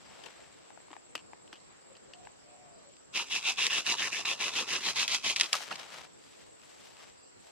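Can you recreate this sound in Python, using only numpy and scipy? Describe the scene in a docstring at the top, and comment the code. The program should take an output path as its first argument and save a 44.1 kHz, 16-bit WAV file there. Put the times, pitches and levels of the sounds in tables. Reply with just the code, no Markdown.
"""Sawing a dry branch

A folding saw is unfolded and set on a dry branch, cuts it in seventeen quick strokes; the branch cracks and drops
into the grass. Saw: tooth bites and fibre tears drive resonances. Cracks, taps, knocks: struck modes. Grass: clumped
grains. Air: shaped noise. Crickets: throbbing noise bands and drooping pips. Far rooster and low hum: gliding tones.
"""
import sys
import numpy as np
from scipy import signal
from scipy.fft import rfft, irfft
from scipy.io import wavfile
from scipy.ndimage import uniform_filter1d

SR = 44100
rng = np.random.default_rng(int(sys.argv[2]) if len(sys.argv) > 2 else 0)


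def log_audio(samples):
    """Write samples as a 16-bit WAV file to the path given in sys.argv[1]."""
    # one column per channel
    frames = np.atleast_2d(samples).T
    # limit to full scale, then quantise
    limited = np.clip(frames, -1, 1)
    pcm = np.round(limited * 32767).astype(np.int16)
    wavfile.write(sys.argv[1], SR, pcm)


N = 331191


def amp(db):
    """Decibels to amplitude factor."""
    return 10 ** (np.asarray(db) / 20)


def evened(x):
    """Scales to an overall RMS of 1."""
    return x / np.sqrt(np.mean(x ** 2) + 1e-20)


def smooth_noise(shape, window):
    """White noise under a moving average of `window` samples."""
    return uniform_filter1d(rng.standard_normal(shape), window)


def butter(x, order, hz, kind="low"):
    """Butterworth filter."""
    return signal.sosfilt(signal.butter(order, hz, kind, fs=SR, output="sos"), x)


def read(points, hz):
    """Interpolates a table of (hz, value) along log frequency."""
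    f, value = np.transpose(points)
    return np.interp(np.log(hz + 1), np.log(f + 1), value)


def add(mix, start_s, sound):
    """Adds a sound to the mix in place, cut at the end."""
    part = mix[..., round(start_s * SR):][..., :sound.shape[-1]]
    part += sound[..., :part.shape[-1]]


def panned(x, pan_db):
    """Sets the left-over-right level difference."""
    return x * amp([[pan_db / 2], [-pan_db / 2]])


def resonate(x, hz, width_hz):
    """Shifts the curve hz down to zero, smooths, shifts back: a resonance of gain 1."""
    turn = np.exp(2j * np.pi * np.cumsum(hz * np.ones(x.shape[-1])) / SR)
    r = np.exp(-np.pi * width_hz / SR)
    return 2 * (turn * signal.lfilter([1 - r], [1, -r], x / turn)).real


def coloured(x, points):
    """Filters by a spectrum in dB."""
    return irfft(rfft(x) * amp(read(points, np.fft.rfftfreq(N, 1 / SR))), N)


def grains(per_s, spread_db):
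    """Random clicks, most small, a few large."""
    when, size, sign = rng.random(N), rng.exponential(1, N), rng.standard_normal(N)
    return (when < per_s / SR) * amp(spread_db * np.minimum(size, 5)) * sign


def struck(modes, push, tick_db, dull, rattle_t60_s, low_hz):
    """A push and a rattle ring the modes, a little unlike in each ear; peak 1. A dull blow loses treble."""
    t = np.arange(5000) / SR
    noise = rng.standard_normal((3, len(t)))
    lumps_db = 2.5 * evened(smooth_noise(len(t), 60))
    rattle = (noise[0] + .5 * noise[1:]) * amp(lumps_db - 60 * t / rattle_t60_s)
    force = (t == 0) * push + rattle
    ring = 0
    for k, (hz, db, decay_s) in enumerate(modes):
        detuned_hz = hz * rng.uniform(.97, 1.03)
        ring = ring + (-1) ** k * amp(db) * evened(resonate(force, detuned_hz, 3.2 / decay_s))
    tick = amp(tick_db - 60 * t / 0.031) * noise[1:]
    blow = butter(ring / abs(ring).max() + tick, 2, [low_hz, 9000], "band")
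    blow = signal.lfilter([1], [1, -np.clip(dull, 0, .9)], blow)
    return blow / abs(blow).max()


# air spectrum: hz, relative_db_per_hz
AIR_SPECTRUM = [(15, -37), (35, -11), (58, 1), (75, -5), (100, -4), (129, -1), (378, 2.5), (509, 2),
                (1530, -10.5), (2770, -13), (3340, -15.5), (4620, -13.5), (6730, -17.5), (7700, -2),
                (8580, -33.5), (11500, -34), (12800, -32), (15500, -49.5)]
# left-right correlation of the air: hz, likeness
AIR_LIKENESS = [(60, -0.18), (180, -0.83), (550, -0.77), (1650, -0.22), (4970, -0.41), (15000, -0.26)]
AIR_DB = -56.5


def air():
    """Steady wash of far wind and traffic: noise spectrum with drifting patches."""
    frames, hz = N // 256 + 5, np.fft.rfftfreq(1024, 1 / SR)
    a, b, c, d, patches = rng.standard_normal((frames, 513, 5)).T
    patches = evened(uniform_filter1d(uniform_filter1d(patches, 12, 0), 14, 1))
    same = np.clip(read(AIR_LIKENESS, hz), -1, 1)[:, None]
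    left = a + 1j * b
    right = same * left + np.sqrt(1 - same ** 2) * (c + 1j * d)
    z = np.array([left, right]) * amp(read(AIR_SPECTRUM, hz)[:, None] + 2.2 * patches)
    return amp(AIR_DB) * evened(signal.istft(z, nperseg=1024, noverlap=768)[1][:, :N])


# far crickets: hz, width_hz (of each of two passes), relative_db
CHORUS_BANDS = [(7160, 100, -6), (7580, 80, -1.5), (7795, 72, 0)]
# trills of a nearer cricket: start_s, length_s, relative_db
CRICKET_TRILLS = [(0.026, 0.08, -64), (2.688, 0.175, -67), (2.916, .12, -70), (6.02, .05, -75),
                  (6.17, 0.15, -68), (7.138, 0.18, -65)]
CHORUS_DB = -66


def chorus(t):
    """Narrow noise bands throb in wing strokes grouped by about three."""
    drift = 2 * np.pi * np.cumsum(1 + 0.0906 * evened(smooth_noise(N, 9000))) / SR
    throb = (1 + .5 * np.sin(18.8 * drift)) * (1 + 0.18 * np.sin(54 * drift))
    hiss = rng.standard_normal((2, N))
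    bands = sum(amp(db) * evened(resonate(resonate(hiss, hz, w), hz, w)) for hz, w, db in CHORUS_BANDS)
    return amp(CHORUS_DB) * evened(throb * bands)


def crickets():
    """A throbbing chorus; one cricket trills in pips that droop at the end."""
    t = np.arange(N) / SR
    out = chorus(t)
    for start_s, length_s, db in CRICKET_TRILLS:
        u = t[:round(length_s * SR)]
        phase = np.minimum(u * 32. % 1 / .9, 1)  # 32 pips/s, each fills most of its beat
        pitch_hz = 4870 - 380 * phase ** 3.5 + 500.0 * smooth_noise(len(u), 60)
        pips = np.sin(2 * np.pi * np.cumsum(pitch_hz) / SR) * np.sin(np.pi * phase ** .6) ** 1.5
        # a soft noise band fills between the pips
        blur = .18 * evened(resonate(resonate(rng.standard_normal(len(u)), 4620, 450), 4620, 450))
        swell = np.sin(np.pi * u / length_s) ** 1.2
        add(out, start_s, panned(amp(db - 3.) * 2 * (pips + blur) * swell, 0))
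    return out


# crow, a table a syllable, the last two being two lines of the hoarse long one: time_s, pitch_hz, level_db
CROW_SYLLABLES = [
    [(1.87, 540, -79), (1.92, 542, -54.5), (1.96, 555, -77)],
    [(2.07, 500, -85), (2.112, 570, -59), (2.16, 620, -80)],
    [(2.13, 701, -68), (2.168, 715, -58), (2.242, 723, -61), (2.26, 686, -74)],
    [(2.44, 590, -65), (2.76, 572, -66)],
    [(2.42, 536, -64), (2.47, 715, -66), (2.6, 735, -63), (2.772, 673, -60), (2.822, 648, -69),
     (2.858, 559, -62), (2.91, 556, -57), (2.93, 528, -74)],
]


def rooster():
    """A wavering, hoarse tone that distance has dulled to its lowest partial, with long echoes."""
    voice = np.zeros(N)
    for rows in CROW_SYLLABLES:
        s, hz, db = np.transpose(rows)
        t = np.arange(s[0], s[-1], 1 / SR)
        waver = 1 + 0.028 * evened(smooth_noise(len(t), 300))
        tone = np.sin(2 * np.pi * np.cumsum(np.interp(t, s, hz) * waver) / SR)
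        add(voice, s[0], amp(np.interp(t, s, db)) * tone * signal.windows.tukey(len(t), .2))
    t = np.arange(SR // 2) / SR
    echoes = rng.standard_normal((2, len(t))) * amp(-60 * t / 0.4)
    echoes = echoes / np.linalg.norm(echoes[0])
    return panned(voice, 9.0) + amp(-1.5) * signal.oaconvolve(voice[None], echoes, axes=1)[:, :N]


# low hum that wavers under the sawing: time_s, pitch_hz, level_db
HUM_GLIDE = [(3.92, 147, -66), (4.02, 125, -62), (4.112, 115, -63), (4.22, 114, -68), (4.304, 128, -69),
             (4.516, 118, -67), (4.728, 130, -69), (4.852, 158, -66), (4.958, 131, -62), (5.06, 112, -68)]


def hum():
    """One soft low gliding sine, out of step in the two channels."""
    s, hz, db = np.transpose(HUM_GLIDE)
    t = np.arange(s[0], s[-1], 1 / SR)
    out = np.zeros((2, N))
    lead_rad = np.array([[0], [1.2]])
    tone = amp(np.interp(t, s, db)) * np.sin(2 * np.pi * np.cumsum(np.interp(t, s, hz)) / SR + lead_rad)
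    add(out, s[0], tone * signal.windows.tukey(len(t), .1))
    return out


# swishes of grass, some swelling slowly; near 6.06 s the sound breaks off abruptly: # peak_s, relative_db,
# swell_s_per_10db, fade_s_per_10db, tilt_db_per_octave
GRASS_SWISHES = [(.24, -58, .55, .5, -1.2), (1.82, -70, .9, 2.5, -4), (5.44, -52, .02, .2, 2),
                 (5.53, -38, .006, .09, 2), (5.72, -43, .03, .03, -1.5), (5.8, -49.5, .08, .08, -.3),
                 (5.99, -50, .16, .05, .1), (6.062, -56, .1, .008, -1), (6.22, -68, .015, .3, 2.5),
                 (6.42, -63, .3, .07, 1.2), (6.69, -63.5, .14, .3, 2), (6.846, -58, .04, .11, 1.5),
                 (7.008, -56.5, .04, .09, .1), (7.474, -63.5, .07, .04, 2.5)]
# leaf spectrum: hz, relative_db_per_hz
LEAF_SPECTRUM = [(88, -41), (150, -7.5), (263, -10), (618, -0.5), (1000, -1), (1760, -2), (2860, -2),
                 (5650, -7.5), (7560, -13.5), (15500, -28)]


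def rustle():
    """Clumps of tiny leaf snaps over a soft swish."""
    t = np.arange(N) / SR
    s, db, swell, fade, tilt_db = np.transpose(GRASS_SWISHES)[..., None]
    clumps = amp(1.4 * evened(smooth_noise(N, 500)))
    shared = grains(3000, 2.8) * clumps
    pair = np.array([evened(shared) + 1.4 * evened(grains(8000, 0.71) * clumps) for _ in range(2)])
    hz, frame_s, z = signal.stft(coloured(pair, LEAF_SPECTRUM), SR, nperseg=256)
    # levels refer to the 1-4 kHz band
    band = butter(coloured(pair.mean(0), LEAF_SPECTRUM), 2, [1000, 4000], "band")
    z = z / np.sqrt(np.mean(band ** 2))
    power = amp(db - 10 * np.maximum((s - t) / swell, (t - s) / fade)) ** 2
    tilt_db = np.interp(frame_s, t, (tilt_db * power).sum(0) / power.sum(0))
    z = z * amp(np.log2((hz[:, None] + 100) / 2000) * tilt_db)
    return panned(signal.istft(z, SR, nperseg=256)[1][:, :N] * np.sqrt(power.sum(0)), 3.5)


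# the steel blade is touched or clicks: start_s, peak_db, left_right_db, ring_hz, tick_over_ring_db, rattle_t60_s
BLADE_TAPS = [(0.237, -43, 17, 2900, -5, .06), (0.26, -42, 18, 2850, 1, .06),
              (1.153, -23.5, 3, 2850, -2, .03), (1.163, -38, 3, 2850, -8, .07),
              (1.1775, -38, 3.5, 2720, -5, .04), (1.1905, -44, 3, 2750, -8, .09),
              (1.477, -50, 9, 3100, -4, .02), (1.5288, -33, 4, 3000, -5, .05),
              (1.538, -44, 3, 2750, -3, .08), (1.556, -43, 2, 2950, -2, .08),
              (1.602, -50, 2, 4550, -12, .03), (1.952, -46, 1, 3000, -12, .07),
              (1.967, -46, 1, 4550, -8, .03), (2.135, -36, 2, 2950, -12, .055),
              (2.2508, -47, 3.0, 2600, -3, .03), (5.7255, -28, 0, 2680, -8, .025)]
# blade modes: multiple_of_ring, relative_db, decay_s (to -87 dB)
STEEL_MODES = [(0.61, -13, 0.02), (.93, -2, .016), (1, 0, .018), (1.07, -2, 0.016), (1.2, -7, .01),
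               (1.55, -5, 0.008), (1.7, -7, .012), (2.05, -11, 0.013)]
# sticks and handle knock: start_s, peak_db, pitch_hz, decay_s (divided per mode below), left_right_db
STICK_KNOCKS = [(0.265, -44, 840, 0.022, 16), (0.392, -53, 651, 0.044, 10), (0.704, -43, 716, 0.02, 10),
                (0.775, -42, 684, 0.025, 11), (0.803, -47, 666, 0.02, 9), (0.883, -47, 900, 0.012, 6),
                (0.906, -45, 293, 0.06, 3.0), (.905, -45, 1000, .012, 6), (.9155, -42, 950, .012, 8),
                (0.931, -35, 900, 0.013, 8), (.9375, -42, 1100, .016, 8), (.955, -46, 900, .012, 8),
                (0.9655, -38, 800, 0.017, 11), (1.1525, -31, 1250, 0.04, -1), (1.158, -46, 330, .07, 0),
                (1.166, -47, 1150, .03, 0), (1.192, -52, 950, .03, 0), (1.209, -53, 1050, .04, 0),
                (1.333, -37, 840, 0.016, 6), (1.527, -41, 1390, 0.02, -5), (1.532, -45, 330, .05, 0),
                (1.968, -52, 1100, .02, 2), (2.271, -37.5, 794, 0.018, 8), (5.5405, -19, 1200, 0.025, -1),
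                (5.549, -28, 1100, .03, -1), (5.606, -37, 750, 0.036, 4), (5.712, -26, 1350, 0.03, -8),
                (5.716, -31, 900, .04, -8), (6.421, -50, 1860, 0.03, -4), (7.002, -56, 1090, 0.03, 1.5)]


def handling():
    """Taps rattle the blade; knocks are a few damped cycles of wood or plastic."""
    out = np.zeros((2, N))
    for s, db, pan_db, hz, tick_db, rattle_s in BLADE_TAPS:
        modes = [(ratio * hz, *rest) for ratio, *rest in STEEL_MODES]
        add(out, s, panned(amp(db) * struck(modes, 15., tick_db, 0.6, rattle_s, 260), pan_db))
    for s, db, hz, decay_s, pan_db in STICK_KNOCKS:
        modes = [(hz, 0, decay_s / 1.38), (1.5 * hz, -7, decay_s / 2.9),
                 (2.1 * hz, -5, decay_s / 2.5), (3.8 * hz, -18, decay_s / 2.5)]
        add(out, s, panned(amp(db) * struck(modes, 7., -22.0, 0.62, .7 * decay_s, 142), pan_db))
    return out


# fibres and twigs snap: start_s, peak_db, dullness_0_to_1, rattle_t60_s
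WOOD_CRACKS = [(0.915, -46, 0.2, .014), (0.938, -48, 0.2, .014), (2.9372, -48, 0.3, .014),
               (2.9674, -45, 0.3, .014), (3.1743, -21, 0.9, .014), (3.3528, -19, 0.5, .014),
               (3.6062, -22, 0.3, .008), (3.6232, -21, 0.3, .006), (3.6396, -19.5, 0.8, .014),
               (3.6671, -11, 0.3, .005), (3.864, -21, .6, .01), (3.9165, -20, .5, .008),
               (4.2986, -24, 0.9, .008), (4.493, -26, .8, .014), (4.7374, -22, 0.64, .006),
               (5.0793, -15, 0.14, .014), (5.2464, -22.5, .9, .014), (5.3616, -13, 0.5, .005),
               (5.366, -16, 0.4, .005), (5.3987, -12, 0.2, .016), (5.405, -21, 0.6, .014),
               (5.4106, -3.5, 0.5, .006), (5.4134, -17, 0.7, .03), (5.433, -18.5, 0.5, .016),
               (5.4415, -24, 0.4, .014), (5.461, -28, 0.6, .014), (5.53, -6, 0, .03),
               (5.5665, -24, 0.1, .03), (5.756, -30, 0, .03), (5.797, -33, 0.1, .04),
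               (6.239, -50, .2, .014), (6.287, -52, 0, .014), (6.332, -49, .4, .014),
               (6.6175, -46, 0.3, .014), (6.968, -44, 0.2, .014), (7.099, -44, 0.2, .014)]
# splinter modes: hz, relative_db, decay_s (to -87 dB)
SPLINTER_MODES = [(1900, -8.5, 0.015), (2590, 0, 0.0073), (3300, -1, 0.0079), (3830, -2, 0.015),
                  (4970, 1, .005), (6500, -1, 0.0033), (8400, -7, .003)]


def cracks():
    """Dry wood snaps: a tick and a very short ring."""
    out = np.zeros((2, N))
    for s, db, dull, rattle_s in WOOD_CRACKS:
        add(out, s, amp(db) * struck(SPLINTER_MODES, 10.0, -13.0, dull, rattle_s, 1500))
    return out


# one row a stroke: full_bite_s, rise_s, hold_s, bite_db, lean_over_hold_db, blade_ring_hz,
# thrum_over_bite_db, outer_ring_modes_db
SAW_STROKES = [(3.157, .024, .058, -30, -5, 2865, -12, -5), (3.308, .011, .064, -35, 4, 2790, -15, -5),
               (3.457, .049, .042, -31, 3, 2950, -14, -5), (3.585, .02, .079, -31, 1, 2780, -16, -3),
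               (3.712, .05, .08, -30.5, -1, 2760, -13, -2), (3.866, .022, .061, -30, 0, 2770, -14, -1),
               (3.995, .04, .082, -31, -4, 2600, -13, -1), (4.13, .026, .082, -33, -6, 2650, -12, -1),
               (4.255, .008, .07, -33, 0, 2795, -11, -2), (4.404, .02, .082, -33, -2, 2850, -10, -1),
               (4.569, .069, .052, -29.5, -6, 2970, -10, -1), (4.69, .03, .074, -35, 4, 2680, -10, 0),
               (4.854, .075, .046, -32.5, 1, 3050, -11, 4), (4.962, .015, .066, -32, 3, 2990, -14, 2),
               (5.079, .003, .071, -38, 10, 3100, -14, 2), (5.246, .019, .064, -32, 2, 3200, -15, 2),
               (5.366, .01, .085, -39, -2, 3050, -10, 0)]
# the blade rests where it turns and peaks mid-hold
REST_DB, FALL_DB_PER_S, FULL_DB, ARCH_DB = -51.5, 475, -32, 1.4
# thrum and fizz grow along the hold and sink less than the blade at the turns (linger: dB per dB)
THRUM_SWELL_DB, THRUM_LINGER = 4, .35
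FIZZ_DB, FIZZ_SWELL_DB, FIZZ_LINGER, FIZZ_GROWTH_DB_PER_S = -6, 2.5, .25, .8  # deeper cut, more fizz


def strokes(t):
    """Each stroke rises, holds and falls at one rate; ring and thrum glide from stroke to stroke."""
    bite_db, along = np.full(N, float(REST_DB)), np.zeros(N)
    for s, rise, hold, db, lean_db, *_ in SAW_STROKES:
        knots_db = [REST_DB, db, db + lean_db / 2 + ARCH_DB, db + lean_db]
        shape_db = np.interp(t, [s - rise, s, s + hold / 2, s + hold], knots_db)
        shape_db = shape_db - FALL_DB_PER_S * np.maximum(t - s - hold, 0)
        along = np.where(shape_db > bite_db, np.clip((t - s) / hold, 0, 1) - .5, along)
        bite_db = np.maximum(bite_db, shape_db)
    s, _, hold, _, _, hz, thrum_db, top_db = np.transpose(SAW_STROKES)
    middle_s = s + hold / 2
    slack_db = np.maximum(FULL_DB - bite_db, 0)
    thrum_db = np.interp(t, middle_s, thrum_db) + THRUM_SWELL_DB * along + THRUM_LINGER * slack_db
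    fizz_db = FIZZ_DB + FIZZ_GROWTH_DB_PER_S * (t - s[0]) + FIZZ_SWELL_DB * along + FIZZ_LINGER * slack_db
    return bite_db, np.interp(t, middle_s, hz), thrum_db, fizz_db, np.interp(t, middle_s, top_db)


TEETH_PER_S, TEARS_PER_S = 330, 5000  # teeth: mean rate at full speed


def tooth_bites(t, bite_db):
    """Uneven decaying bites, one a tooth; harder bite means faster teeth."""
    speed = np.clip((bite_db - REST_DB) / (FULL_DB - REST_DB), .2, 1)
    count = np.cumsum(TEETH_PER_S * speed * (1 + 4. * smooth_noise(N, 200))) / SR
    tooth = amp(3.6 * rng.standard_normal(N)[count.astype(int) % N])
    return .6 + np.exp(-(count % 1) / .4) * tooth


def tears(bites, grip, apart):
    """Tear grains shaped by the bites; both ears share most, some face one ear only."""
    shared = grains(TEARS_PER_S, 1.02)
    return bites ** grip * (shared + apart * np.array([grains(TEARS_PER_S, 0.6) for _ in range(2)]))


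# blade in the cut: multiple_of_ring, width_hz, relative_db
RING_MODES = [(.66, 480, -4.5), (.86, 460, 0.5), (1, 480, 1.5), (1.16, 560, -1.5), (1.38, 600, -4.5)]


def blade_ring(steel, blade_hz, top_db, wander):
    """Blade modes wander at random in pitch and strength around the ring of the stroke."""
    ring = 0
    for k, (ratio, width_hz, db) in enumerate(RING_MODES):
        level_db = db + 1.2 * wander[0, k] + top_db * (k in (0, len(RING_MODES) - 1))
        hz = ratio * blade_hz * (1 + 0.028 * wander[1, k])
        ring = ring + (-1) ** k * amp(level_db) * resonate(steel, hz, width_hz)
    ring = resonate(ring, blade_hz, 4200)
    # short-term level evened, so the bite curve sets the loudness
    return evened(ring / np.sqrt(uniform_filter1d((ring ** 2).mean(0), 1300)))


# saw modes that stay put: hz, width_hz, relative_db
PLATE_MODES = [(1065, 80, -6), (1850, 110, -2), (2300, 110, -3), (2560, 90, 0), (2750, 110, 0),
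               (2980, 110, -2), (3200, 110, -4), (3500, 120, -2), (3950, 110, -2), (4870, 90, -2),
               (5780, 170, -4), (6620, 180, -6)]


def plate_ring(steel, blade_hz, wander):
    """Saw modes of fixed pitch and wandering strength; those near the blade ring speak loudest."""
    plate = 0
    for k, (hz, width_hz, db) in enumerate(PLATE_MODES):
        level_db = db + 3.5 * wander[k % 3, k % len(RING_MODES)]
        mode = evened(signal.lfilter(*signal.iirpeak(hz, hz / width_hz, SR), steel))
        plate = plate + (-1) ** k * amp(level_db) * mode
    return evened(resonate(evened(plate), blade_hz, 2600))


# branch under the teeth: hz, width_hz, relative_db
THRUM_MODES = [(245, 165, -6.5), (436, 145, -3.5), (656, 190, -3), (1025, 270, 3.5), (1450, 330, 0.5)]


def branch_thrum(wood, wander):
    """Broad low wood modes that wander in pitch and strength."""
    thrum = 0
    for k, (hz, width_hz, db) in enumerate(THRUM_MODES):
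        mode = resonate(wood, hz * (1 + 0.089 * wander[1, k]), width_hz) / np.sqrt(width_hz)
        thrum = thrum + (-1) ** k * amp(db + 2.2 * wander[2, k]) * mode
    return butter(butter(evened(thrum), 2, 2000), 2, 150, "high")


# tearing fibres: hz, relative_db_per_hz
FIZZ_SPECTRUM = [(2120, -26.5), (3400, -16), (3950, 4), (4300, -1), (4800, 6), (6200, 5), (7330, .5),
                 (8150, -5.5), (9200, -8), (14600, -24), (16000, -31)]
# over bite; the thump weakens as the cut deepens
BLADE_DB, PLATE_DB, SHAKE_DB, THUD_DB, THUD_FADE_DB_PER_S = -1.2, -6.5, -34.5, -42, 4.5


def saw():
    """Tooth bites and tearing fibres shake blade and branch; the rocking branch rumbles and thumps the ground."""
    t = np.arange(N) / SR
    bite_db, blade_hz, thrum_db, fizz_db, top_db = strokes(t)
    bites = tooth_bites(t, bite_db)
    steel, wood, fibre = tears(bites, 1.05, .75), tears(bites, 1.05, .6), tears(bites, .7, 1.05)
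    wander = evened(uniform_filter1d(smooth_noise((3, len(RING_MODES), N), 1200), 1200))
    blade = blade_ring(steel, blade_hz, top_db, wander)
    plate = plate_ring(steel, blade_hz, wander)
    thrum = branch_thrum(wood, wander)
    fizz = evened(coloured(fibre, FIZZ_SPECTRUM))
    shake = evened(butter(wood.mean(0), 2, [130, 260], "band"))
    lurch = amp(4. * evened(smooth_noise(N, 2500)))
    thud = evened(butter(lurch * steel.mean(0), 2, [30, 80], "band"))
    thud_db = THUD_DB - THUD_FADE_DB_PER_S * np.maximum(t - SAW_STROKES[0][0], 0)
    cutting = np.interp(t, [3.125, 3.137, 5.47, 5.51], [0, 1, 1, 0])  # blade on the wood
    metal = amp(BLADE_DB) * blade + amp(PLATE_DB) * plate
    branch = amp(thrum_db) * thrum + amp(fizz_db) * fizz + amp(SHAKE_DB) * shake + amp(thud_db) * thud
    return cutting * amp(bite_db) * (metal + branch)


# balance of the microphone ports: hz, left_right_db
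PORT_TILT = [(60, -4), (180, 3.5), (550, 5), (1650, -0.5), (4970, 0.0), (15000, 0.5)]
# phase of the microphone ports: hz, left_lead_rad
PORT_LEAD = [(300, 0), (2000, -.3), (3400, -.8), (4500, -1.9), (6500, -3), (8400, -3.7), (9300, -6.1),
             (16000, -6.3)]


def ports(x):
    """Two microphone ports hear the cut with unlike delay and balance."""
    hz = np.fft.rfftfreq(N, 1 / SR)
    half = amp(read(PORT_TILT, hz) / 2) * np.exp(.5j * read(PORT_LEAD, hz))
    return irfft(rfft(x) * np.array([half, 1 / half]), N)


def scene():
    """Sums the layers; saw and cracks pass through the ports."""
    return ports(saw() + cracks()) + hum() + handling() + rustle() + air() + crickets() + rooster()


EDGE_HZ = 15800


def record(dry):
    """The small microphone loses the deepest bass and the top treble; then the band limit."""
    heard = butter(dry, 2, [46, 12500], "band")
    return signal.oaconvolve(heard, signal.firwin(511, EDGE_HZ, window=("kaiser", 9), fs=SR)[None], "same")


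dry = scene()
out = record(dry)
log_audio(out)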